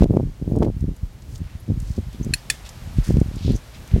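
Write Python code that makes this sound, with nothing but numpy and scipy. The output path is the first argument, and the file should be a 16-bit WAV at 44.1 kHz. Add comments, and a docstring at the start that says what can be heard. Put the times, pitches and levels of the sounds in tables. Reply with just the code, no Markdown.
"""A dog-training clicker is pressed and let go close by, on a walk with dogs along a paved street.
Its steel tongue snaps over and back, each time with a crack and a short ring in a small plastic box.
Gusts buffet the microphone with little swirls of air. Shoes scuff, clothes swish, grit and claws tick
on the pavement and the dogs' tags clink, all over a faint street hiss."""
import sys
import numpy as np
from scipy import signal
from scipy.fft import rfft, irfft
from scipy.io import wavfile

SR = 44100
rng = np.random.default_rng(int(sys.argv[2]) if len(sys.argv) > 2 else 0)


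def log_audio(samples):
    """Write samples as a 16-bit WAV file to the path given in sys.argv[1]."""
    # one column per channel
    frames = np.atleast_2d(samples).T
    # limit to full scale, then quantise
    limited = np.clip(frames, -1, 1)
    pcm = np.round(limited * 32767).astype(np.int16)
    wavfile.write(sys.argv[1], SR, pcm)


N = 176400
T = np.arange(N) / SR


def from_db(db):
    """Turn decibels into a number to multiply a sound by."""
    return 10 ** (np.asarray(db) / 20)


def noise(colour, size=N):
    """Noise of standard strength (rms 1); colour(Hz) says how strong each frequency is."""
    hz = np.maximum(np.fft.rfftfreq(size, 1 / SR), 1)
    x = irfft(rfft(rng.standard_normal(size)) * colour(hz), size)
    return x / np.std(x)


def through(points):
    """A noise colour that joins up points of frequency in Hz and level in dB."""
    at, db = np.transpose(points)
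    return lambda hz: from_db(np.interp(np.log(hz), np.log(at), db))


def hump(centre_hz, octaves):
    """A noise colour with one peak; more octaves make it wider."""
    return lambda hz: (1 + .5 * (np.log2(hz / centre_hz) / octaves) ** 2) ** -2


def dying(fade_s):
    """Half a second of fading, down 60 dB every fade_s seconds."""
    return from_db(-60 * T[:SR // 2] / fade_s)


def swell(rise, fall):
    """One second with a bell-shaped peak in the middle."""
    t = T[:SR] - .5
    return np.exp(-.5 * (t / np.where(t < 0, rise, fall)) ** 2)


def add(out, start, x):
    """Mix x into out at a start time in seconds."""
    i = int(round(start * SR))
    x, i = x[max(-i, 0):], max(i, 0)
    out[i:i + len(x)] += x[:N - i]


def gust(peak_s, half_s, rate, count=25):
    """A run of swirls, each a lopsided bump of pressure; faster air makes them closer and sharper."""
    out, t = np.zeros(N), T[:SR // 10] - 1 / 20
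    spacing_s, usual_width_s = 1.05 / rate, 0.21 / rate
    jitter, steepness, spread_db, spread_octaves = 0.2943, 1.93, 3, 0.44
    lead_db, lead_sharper = 1.5, 1.179
    places = np.arange(count) - count // 2
    for k, (late, size, sharp, skew) in zip(places, rng.standard_normal((count, 4))):
        lead = k == 0   # the swirl at the height of the gust
        offset = 0 if lead else (k + jitter * late) * spacing_s
        width = usual_width_s / (lead_sharper if lead else 2 ** (spread_octaves * sharp))
        gain = from_db(lead_db if lead else spread_db * (size - .5))
        gain *= np.exp(-.5 * (offset / half_s) ** 2)
        if gain > .02:
            spike = (1 - 1j * t / width) ** -steepness
            bump = np.real(np.exp(2j * skew) * spike) * np.hanning(len(t))   # skew tips it to one side
            even_out = np.sqrt(SR / rate / np.sum(bump ** 2))   # same energy whatever the width
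            add(out, peak_s + offset + t[0], gain * bump * even_out)
    return out


def wind():
    """Gusts buffet the microphone over a low, swaying breeze; the hardest ones crackle."""
    # Each row: peak time in seconds, half length in seconds, relative level in dB, rough swirls a second.
    gusts = [(0.009, 0.0063, -8, 87), (0.023, 0.0047, -5, 157), (0.042, 0.012, -11, 178),
             (0.056, 0.042, -20.5, 78), (0.108, 0.0083, -10.5, 142), (0.139, 0.0048, -17, 187),
             (0.15, 0.015, -16, 147), (0.171, 0.0034, -8.5, 202), (0.199, 0.0073, -16.5, 193),
             (0.237, 0.038, -19.5, 98), (0.424, 0.013, -21.5, 125), (0.478, 0.0094, -17, 125),
             (0.521, 0.0053, -14.5, 138), (0.544, 0.038, -21, 145), (0.574, 0.0087, -15, 169),
             (0.606, 0.01, -12, 123), (0.629, 0.011, -15, 218), (0.648, 0.012, -18, 166),
             (0.666, 0.01, -16, 173), (0.689, 0.021, -18, 101), (0.767, 0.019, -22, 70),
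             (0.827, 0.018, -18.5, 75.6), (0.882, 0.025, -19.5, 92.7), (1.033, 0.0061, -19, 48),
             (1.341, 0.046, -32.5, 50), (1.417, 0.011, -22.5, 75.5), (1.463, 0.018, -30, 43),
             (1.553, 0.009, -27.5, 55), (1.701, 0.014, -21.5, 134), (1.719, 0.023, -17, 96),
             (1.776, 0.0085, -19.5, 64), (1.827, 0.048, -23.5, 56), (1.905, 0.009, -20.5, 56),
             (1.987, 0.012, -18.5, 124), (2.069, 0.063, -27.5, 55), (2.212, 0.01, -19.5, 98),
             (2.267, 0.014, -21, 112), (2.308, 0.024, -21.5, 82.6), (2.642, 0.05, -35.5, 50),
             (2.875, 0.035, -27.5, 64), (2.986, 0.016, -10.5, 76.4), (3.091, 0.011, -13.5, 87),
             (3.107, 0.0094, -12.5, 153), (3.142, 0.014, -12, 69), (3.17, 0.009, -12.5, 130),
             (3.185, 0.012, -12, 80), (3.216, 0.0057, -9.5, 125), (3.287, 0.073, -25, 70.6),
             (3.368, 0.0034, -24, 96), (3.482, 0.043, -17.5, 68.6), (3.506, 0.021, -12, 115),
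             (3.545, 0.014, -19, 83), (3.939, 0.011, -7.5, 52), (3.963, 0.02, -16.5, 158)]
    # Each row: frequency in Hz, relative level of the breeze there in dB.
    breeze_colour = [(28, -22), (39, 0), (120, -3.5), (240, -17), (450, -26), (900, -49)]
    # Each row: peak time in seconds, length in seconds, level in dB.
    crackles = [(0.019, 0.025, -39), (0.035, 0.0015, -29.5), (.042, 0.0022, -32), (.17, 0.002, -38.5),
                (.63, 0.0076, -36.5), (0.649, 0.0092, -43.5), (3.171, 0.0019, -34)]
    # Each row: frequency in Hz, relative level of a crackle there in dB.
    crackle_colour = [(800, 2.5), (2000, -2), (4000, -4.5), (7000, -11), (15000, -25)]
    gust_db, lowest_hz, breeze_db, sway_db = -0.81, 32.3, -42, 3
    buffets = sum(from_db(db + gust_db) * gust(peak_s, half_s, rate) for peak_s, half_s, db, rate in gusts)
    out = signal.sosfilt(signal.butter(6, lowest_hz, "high", fs=SR, output="sos"), buffets)
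    sway = noise(lambda hz: np.exp(-hz / 10))
    out += from_db(breeze_db + sway_db * sway) * noise(through(breeze_colour))
    for peak_s, length, db in crackles:
        loudness = from_db(db) * swell(length / 2, length / 2)
        add(out, peak_s - .5, loudness * noise(through(crackle_colour), size=SR))
    return out


def street():
    """The street gives a smooth hiss that slowly grows."""
    # Each row: time in seconds, level in dB.
    levels = [(0, -55.5), (.7, -56.5), (1.2, -55.5), (1.7, -53.5), (2.2, -51), (2.7, -47.5), (3.2, -48),
              (3.65, -49), (4, -48)]
    # Each row: frequency in Hz, relative level of the hiss there in dB.
    colour = [(200, -5.5), (600, 7), (1200, 2), (2500, -1), (6000, -5.5), (10000, -11.5), (13000, -11),
              (16000, -35.5)]
    return from_db(np.interp(T, *np.transpose(levels))) * noise(through(colour))


def taps(rows, gain_db, fade_s, octaves):
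    """Small hard things knock together: each hit is a burst of noise that fades fast."""
    out = np.zeros(N)
    for start, db, hz in rows:
        burst = dying(fade_s) * noise(hump(hz, octaves), size=SR // 2)
        add(out, start, from_db(db + gain_db) * burst)
    return out


def grit_and_claws():
    """Grit and claws strike the pavement in dry ticks with no clear pitch."""
    # Each row: start in seconds, relative level in dB, centre frequency in Hz.
    ticks = [(0.561, -37.5, 6640), (0.587, -39, 7340), (.807, -40, 6400), (.964, -38.5, 7340),
             (1.221, -39.5, 5500), (1.351, -37, 5000), (1.357, -31, 4970), (1.378, -38, 7000),
             (1.801, -31.5, 6500), (1.819, -40, 7500), (1.965, -38, 6000), (2.129, -39, 7000),
             (2.246, -29, 6750), (2.691, -25, 5860), (3.201, -31, 6400), (3.358, -32.5, 6000),
             (3.519, -35.5, 7400), (3.561, -30.5, 6740), (3.876, -34.5, 7000)]
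    return taps(ticks, gain_db=-8.5, fade_s=0.03, octaves=0.67)


def dog_tags():
    """The tags knock together and ring briefly around one high pitch."""
    # Each row: start in seconds, relative level in dB, pitch in Hz.
    clinks = [(.81, -57, 14000), (1.599, -46.5, 11000), (1.6, -50, 12900), (2.23, -36, 6250),
              (2.386, -43, 5060), (3.545, -37, 6260)]
    return taps(clinks, gain_db=-4, fade_s=0.058, octaves=0.074)


def shoes_and_clothes():
    """Soles scuff and cloth swishes: uneven rubbing makes soft swells of grainy noise."""
    # Each row: peak time, rise and fall in seconds, level in dB, centre in Hz, width in octaves.
    scuffs = [(1.35, .05, .025, -57.5, 6000, .8), (1.5, 0.052, 0.054, -55.5, 1860, 1.04),
              (1.9, 0.061, 0.072, -54, 5100, 0.85), (2.14, 0.017, 0.017, -56.5, 3500, 0.48),
              (2.665, 0.01, 0.014, -43.5, 3200, 1.04), (2.984, 0.014, 0.024, -48.5, 2950, 1.3),
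              (3.046, 0.0073, 0.059, -43, 5200, 0.93), (3.08, 0.052, .04, -48.5, 1710, .7),
              (3.485, 0.075, .045, -43, 3700, 0.63), (3.56, 0.01, 0.016, -47.5, 6200, .25),
              (3.755, 0.013, 0.014, -47.5, 2960, 0.86), (3.915, 0.028, .08, -51, 2200, 0.84)]
    grain_db, grain_hz = 2.4, 150
    out = np.zeros(N)
    for peak_s, rise, fall, db, hz, octaves in scuffs:
        grain = from_db(grain_db * noise(lambda f: np.exp(-f / grain_hz), size=SR))
        rubbing = grain * noise(hump(hz, octaves), size=SR)
        add(out, peak_s - .5, from_db(db) * swell(rise, fall) * rubbing)
    return out


def clicker():
    """The steel tongue cracks and rings in a box too small for bass; the street echoes it faintly."""
    # Each snap: start in seconds, then relative levels in dB of the snap, its crack and its echo.
    press = (2.3371, -8.5, -10.5, -41.5)
    release = (2.4997, -6.5, -6.5, -36)
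    # The tongue's tones, bent and at rest. Each row: pitch in Hz, relative level in dB, fade in seconds.
    bent_tones = [(1605, -7, 0.016), (1860, -9.5, .02), (2410, -11, .016), (2550, 0.5, 0.025),
                  (4100, -4, 0.016), (4270, -4.5, 0.024), (4316, -1.5, .026), (4400, -37, 0.28),
                  (5290, -13, .03), (7110, -15, 0.041), (7520, -4.5, 0.025), (8430, -10, 0.019),
                  (8830, -16, .022), (9760, -6, 0.032), (10450, -19, .032), (11000, -24, 0.079),
                  (11900, -20, .028), (12650, -17, 0.031), (14500, -22, .025)]
    rest_tones = [(1768, -2, 0.018), (2487, 0.5, 0.018), (3500, -18.5, 0.091), (4260, -9, 0.028),
                  (4530, -5.5, 0.022), (5325, -12.5, 0.03), (5580, -13, .036), (6520, -11, 0.024),
                  (6977, -23, 0.04), (7360, -7, 0.026), (7660, -6, .025), (9110, -12, 0.022),
                  (9700, -10, 0.024), (10170, -11, 0.024), (11200, -19, 0.031), (12500, -26, 0.065)]
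    # Each row: frequency in Hz, relative level of the crack or the echo there in dB.
    crack_colour = [(900, -10), (1300, -19), (1600, 0), (5000, -4.5), (10000, -6.5), (12500, -25),
                    (15500, -21)]
    echo_colour = [(900, -23), (1700, 2), (4500, -2.5), (8000, -3), (15000, -14)]
    build_s, crack_fade_s, echo_fade_s, box_low_hz = 0.0011, .036, .27, 990
    out, t = np.zeros(N), T[:SR // 2]
    build_up = 1 - np.exp(-t / build_s)   # the box takes up the vibration
    for (start, db, crack_db, echo_db), tones in ((press, bent_tones), (release, rest_tones)):
        ring = sum(from_db(level) * dying(fade_s) * np.sin(2 * np.pi * (hz * t + rng.random()))
                   for hz, level, fade_s in tones)
        crack = from_db(crack_db) * dying(crack_fade_s) * noise(through(crack_colour), size=len(t))
        echo = from_db(echo_db) * dying(echo_fade_s) * noise(through(echo_colour), size=len(t))
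        add(out, start, build_up * (from_db(db) * (ring + crack) + echo))
    return signal.sosfilt(signal.butter(2, box_low_hz, "high", fs=SR, output="sos"), out)


def scene():
    """All the sounds meet at one microphone."""
    return (clicker() + wind() + shoes_and_clothes() + grit_and_claws() + dog_tags() + street())[None]


def record(dry):
    """Round off the loudest peaks and cut the very highest treble."""
    ceiling, cutoff_hz = .9, 16000
    rounded = dry / (1 + (dry / ceiling) ** 8) ** (1 / 8)
    return signal.sosfilt(signal.ellip(10, .2, 80, cutoff_hz, fs=SR, output="sos"), rounded)


dry = scene()
out = record(dry)
log_audio(out)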